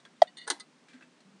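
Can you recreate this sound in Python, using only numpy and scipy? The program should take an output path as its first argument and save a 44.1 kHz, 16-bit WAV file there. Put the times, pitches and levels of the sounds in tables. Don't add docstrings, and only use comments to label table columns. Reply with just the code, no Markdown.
import sys
import numpy as np
from scipy import signal
from scipy.fft import rfft, irfft, next_fast_len
from scipy.io import wavfile

SR = 44100
rng = np.random.default_rng(int(sys.argv[2]) if len(sys.argv) > 2 else 0)


def waveform_to_disk(signal):
    frames = np.transpose(np.atleast_2d(signal))
    scaled = np.clip(frames, -1, 1) * 32767
    samples = np.round(scaled).astype(np.int16)
    wavfile.write(sys.argv[1], SR, samples)


N = 61739
CONTACT_ATTACK_S = 0.0007

# frequency in Hz, spectral level in dB.
CRACK_SPECTRUM = [(200, -16), (450, -2), (620, -5.5), (900, 1), (2000, -3.5), (2500, -14.5), (3000, 0.5),
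                  (4200, 1), (5400, -5.5), (6300, 0.5), (7600, -8.5), (8600, 1), (9400, -1), (10000, -10),
                  (11000, -32.5)]


def air_burst(start):
    settled_hz, bend_hz, bend_s = 638.8, 356, 0.0019
    attack_s, hold_s, release_s = 0.0036, 0.0002, 0.0045
    t = since(start)
    phase = 2 * np.pi * (settled_hz * t + bend_hz * bend_s * (1 - np.exp(-t / bend_s)))
    rise = np.sin(np.pi / 2 * np.minimum(t / attack_s, 1)) ** 2
    fall = np.exp(-(since(start + attack_s + hold_s) / release_s) ** 1.9)
    return rise * fall * np.sin(phase)


def spout_pop():
    # frequency in Hz, level in dB, T60 in seconds.
    pop_modes = [(610, -45, 0.18), (735, -43.5, .22), (1942.5, -19.5, 0.025), (3242, -22, .025),
                 (3800, -33, .024), (4630, -24, 0.02), (5100, -28, 0.011), (5793, -35.5, .016),
                 (7180, -39.5, .016)]
    # frequency in Hz, spectral level in dB.
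    snap_spectrum = [(400, -35), (1000, 4.5), (2000, 0), (2550, -20), (3300, 1.5), (5000, -2), (6500, -12),
                     (9200, -25.5), (11000, -38)]
    wash_spectrum = [(150, -37), (440, -22.5), (590, 2.5), (760, -2.5), (900, -12), (1300, -10.5),
                     (2500, -19.5), (3600, -15.5), (6000, -30), (9400, -32), (11000, -48.5)]
    start, echo_delay_s = 0.2182, 0.0086
    echo_start = start + echo_delay_s
    snap = undb(-25) * noise(snap_spectrum) * envelope(start, CONTACT_ATTACK_S, t60=0.015, hold=0.001)
    echo = undb(-47.5) * noise(CRACK_SPECTRUM) * envelope(echo_start, 0.001, t60=0.046, hold=0.00083)
    ringing = undb(-24) * ring(pop_modes, start, attack=0.0019, hold=0.0018)
    wash = undb(-39.5) * noise(wash_spectrum) * envelope(start, 0.006, t60=0.1)
    bass_cut = signal.butter(4, 430.5, "high", fs=SR, output="sos")
    body = signal.sosfilt(bass_cut, air_burst(start) + undb(-27.5) * air_burst(echo_start))
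    return undb(-2.5) * body + ringing + snap + echo + wash


def ball_clicks():
    # start and attack in seconds, then the levels of crack,
    # steel ring and bottle knock in dB, and treble gain in dB.
    strikes = [(0.468, .002, -60, -57, -46, -9), (0.4755, 0.0021, -38.5, -40.5, -33.5, 5.5),
               (.5005, 0.0011, -26, -26, -29.5, 0.5), (0.5081, .0006, -33.5, -40, -48, -5),
               (.5976, 0.00085, -49.5, -53, -59, 3), (0.6007, 0.0059, -54.5, -42, -63, -4)]
    # frequency in Hz, level in dB, T60 in seconds.
    spout_modes = [(1266, -8, 0.098), (2022, 0.5, 0.085), (3590, -3, .05), (3720, -2.5, 0.047),
                   (4064, -1.5, 0.082), (4280, 0, 0.044), (4465, -5.5, 0.069), (4776, -0.5, 0.053),
                   (5120, -6, .05), (6000, -6.5, .04), (6565, -6.5, 0.066), (8700, -6, 0.064),
                   (8330, -4.5, .045), (8630, -3.5, .045)]
    bottle_modes = [(453, -1, 0.098), (833, -4, 0.11), (975, -12, 0.051), (1077, -4.5, 0.075),
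                    (1304, -8, 0.07), (1457, 3.5, 0.053), (1513, -2, 0.049), (1615, -6.5, 0.18),
                    (1696, 2.5, 0.041), (1740, 1, 0.051)]
    # frequency in Hz, spectral level in dB.
    contact_spectrum = [(1000, -24), (6000, -23), (7800, -17), (8600, 5.5), (9400, 2), (10200, -13),
                        (11000, -31)]
    tail_spectrum = [(120, -50.5), (420, -12), (580, -1.5), (950, 8), (1200, -8), (1600, -7), (2050, 1.5),
                     (2400, -15), (4000, -5), (6000, -13.5)]
    out = 0
    for start, attack, crack_db, steel_db, knock_db, treble_db in strikes:
        crack = noise(CRACK_SPECTRUM, lambda hz: treble_shelf(hz, treble_db))
        crack *= envelope(start, attack, t60=0.067)
        contact = undb(-1) * noise(contact_spectrum) * envelope(start, attack, t60=0.006, hold=0.0008)
        steel = ring(spout_modes, start, attack, treble_db)
        tail = undb(-12) * noise(tail_spectrum) * envelope(start, 0.0051, t60=0.25)
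        knock = ring(bottle_modes, start, attack) + tail
        out += undb(crack_db) * (crack + contact) + undb(steel_db) * steel + undb(knock_db) * knock
    return out


def ball_scrapes():
    # start and length in seconds, level in dB, treble gain in dB,
    # relative grit level in dB, tap level in dB, tap attack in seconds.
    pushes = [(0.27, 0.014, -58, -17, -17.5, -51.5, .008), (.3690, 0.017, -46.5, -7, -12.5, -46.5, 0.0028),
              (0.393, 0.052, -55, -16, -15, -52.5, .004), (0.412, .005, -53, -20, -17, -45.5, .003)]
    # frequency in Hz, level in dB, T60 in seconds.
    ball_modes = [(1844, -11, .04), (1924, -6, 0.092), (1954, -5, .05), (2096, -7, 0.032),
                  (2922, -6.5, 0.085), (3380, -10.5, .025), (3644, -0.5, .04), (4130, -2.5, 0.085),
                  (4250, -10, .03), (4505, -4.5, .055), (6740, -5.5, .025), (8550, -4, 0.037),
                  (9060, -10.5, 0.027)]
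    slips_per_s = 3400
    out = 0
    for start, length, db, treble_db, grit_db, tap_db, tap_attack in pushes:
        push = envelope(start, CONTACT_ATTACK_S, t60=0.019, hold=length)
        slips = (rng.random(N) < slips_per_s / SR) * rng.standard_normal(N) * push
        slip_response = ring(ball_modes, 0, 0.0013, treble_db)
        push_rms = np.sqrt(np.mean(push ** 2))
        steel = push_rms * unit_rms(signal.fftconvolve(slips, slip_response)[:N])
        grit = undb(grit_db) * noise(CRACK_SPECTRUM) * push
        tap = undb(tap_db) * ring(ball_modes, start, tap_attack, treble_db)
        out += undb(db) * (steel + grit) + tap
    return out


def cage_bumps():
    # start in seconds, level in dB, frequency in Hz, attack and T60 in seconds.
    bumps = [(0.504, -42.5, 354, 0.012, 0.088), (0.509, -45.5, 290, 0.015, 0.1),
             (0.932, -48.5, 254, 0.025, 0.11), (1.05, -61, 250.5, 0.023, 0.31),
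             (1.246, -59, 194, 0.012, 0.49), (1.338, -56.5, 191, 0.0046, 0.19)]
    out = 0
    for start, db, hz, attack, t60 in bumps:
        tone = np.sqrt(2) * np.sin(2 * np.pi * hz * since(start))
        out += undb(db) * tone * envelope(start, attack, t60)
    return out


def paw_ticks():
    # start in seconds, level in dB, band centre in Hz, T60 in seconds,
    # tone frequency in Hz, relative tone level in dB.
    ticks = [(.0005, -62.5, 3960, .07, 3720, -6), (0.0524, -55, 1480, 0.11, 1608, 1),
             (0.0509, -54.5, 3600, 0.07, 3350, 2.5), (0.167, -69, 3500, .04, 3570, 7.5),
             (0.884, -59, 3382, 0.33, 2356, -2), (0.9313, -57, 2600, 0.23, 1574, -1.5),
             (1.0085, -55.5, 1670, 0.14, 1565, -5), (1.0241, -54.5, 2166, 0.088, 2630, 0.5),
             (1.204, -63, 4500, 0.061, 4210, 0.5)]
    # frequency in Hz, spectral level in dB.
    litter_spectrum = [(300, 20), (1000, 1.5), (1650, 9), (2000, 5.5), (2500, -1.5), (2900, -6),
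                       (3300, -1.5), (5000, -5), (8000, -4), (11000, -8.5)]
    fall_db_per_octave = 7.5
    out = 0
    for start, db, centre_hz, t60, tone_hz, tone_db in ticks:
        rustle = noise(litter_spectrum, lambda hz: -fall_db_per_octave * abs(np.log2(hz / centre_hz)))
        tone = undb(tone_db) * np.sin(2 * np.pi * tone_hz * since(start))
        out += undb(db) * (rustle + tone) * envelope(start, CONTACT_ATTACK_S, t60)
    return out


def room_hum():
    # frequency in Hz, spectral level in dB.
    room_spectrum = [(60, -55), (110, -21.5), (150, -4), (190, -2), (260, -0.5), (350, -7), (590, -11.5),
                     (860, -12.5), (1900, -16), (5800, -23), (9650, -29.5), (11000, -48.5)]
    return undb(-63) * noise(room_spectrum)


def ring(modes, start, attack, treble_db=0, hold=0):
    t, out, power = since(start), 0, 0
    for k, (hz, db, t60) in enumerate(modes):
        amplitude = undb(db + treble_shelf(hz, treble_db))
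        out += (-1) ** k * amplitude * np.sin(2 * np.pi * hz * t) * envelope(start, attack, t60, hold)
        power += amplitude ** 2 / 2
    return out / np.sqrt(power)


def noise(spectrum, extra_db=lambda hz: 0):
    size = next_fast_len(N, True)
    hz = np.maximum(np.fft.rfftfreq(size, 1 / SR), 1)
    point_hz, point_db = np.array(spectrum, float).T
    db = np.interp(np.log(hz), np.log(point_hz), point_db) + extra_db(hz)
    white = rfft(rng.standard_normal(size))
    return unit_rms(irfft(white * undb(db), size)[:N])


def envelope(start, attack, t60, hold=0):
    rise = np.minimum(since(start) / attack, 1)
    return rise * np.exp(-np.log(1000) * since(start + attack + hold) / t60)


def treble_shelf(hz, db, corner_hz=5600):
    return db / (1 + (corner_hz / hz) ** 8)


def since(start):
    return np.maximum(np.arange(N) / SR - start, 0)


def undb(db):
    return 10 ** (np.asarray(db) / 20)


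def unit_rms(x):
    return x / np.sqrt(np.mean(x ** 2) + 1e-30)


def scene():
    return (spout_pop() + ball_clicks() + ball_scrapes() + cage_bumps() + paw_ticks() + room_hum())[None]


def record(dry):
    low_hz, rolloff_hz, top_hz = 122, 10050, 11400
    y = signal.sosfilt(signal.butter(4, low_hz, "high", fs=SR, output="sos"), dry)
    y = signal.sosfilt(signal.butter(10, rolloff_hz, fs=SR, output="sos"), y)
    return signal.sosfilt(signal.ellip(8, 0.2, 70, top_hz, fs=SR, output="sos"), y)


dry = scene()
out = record(dry)
waveform_to_disk(out)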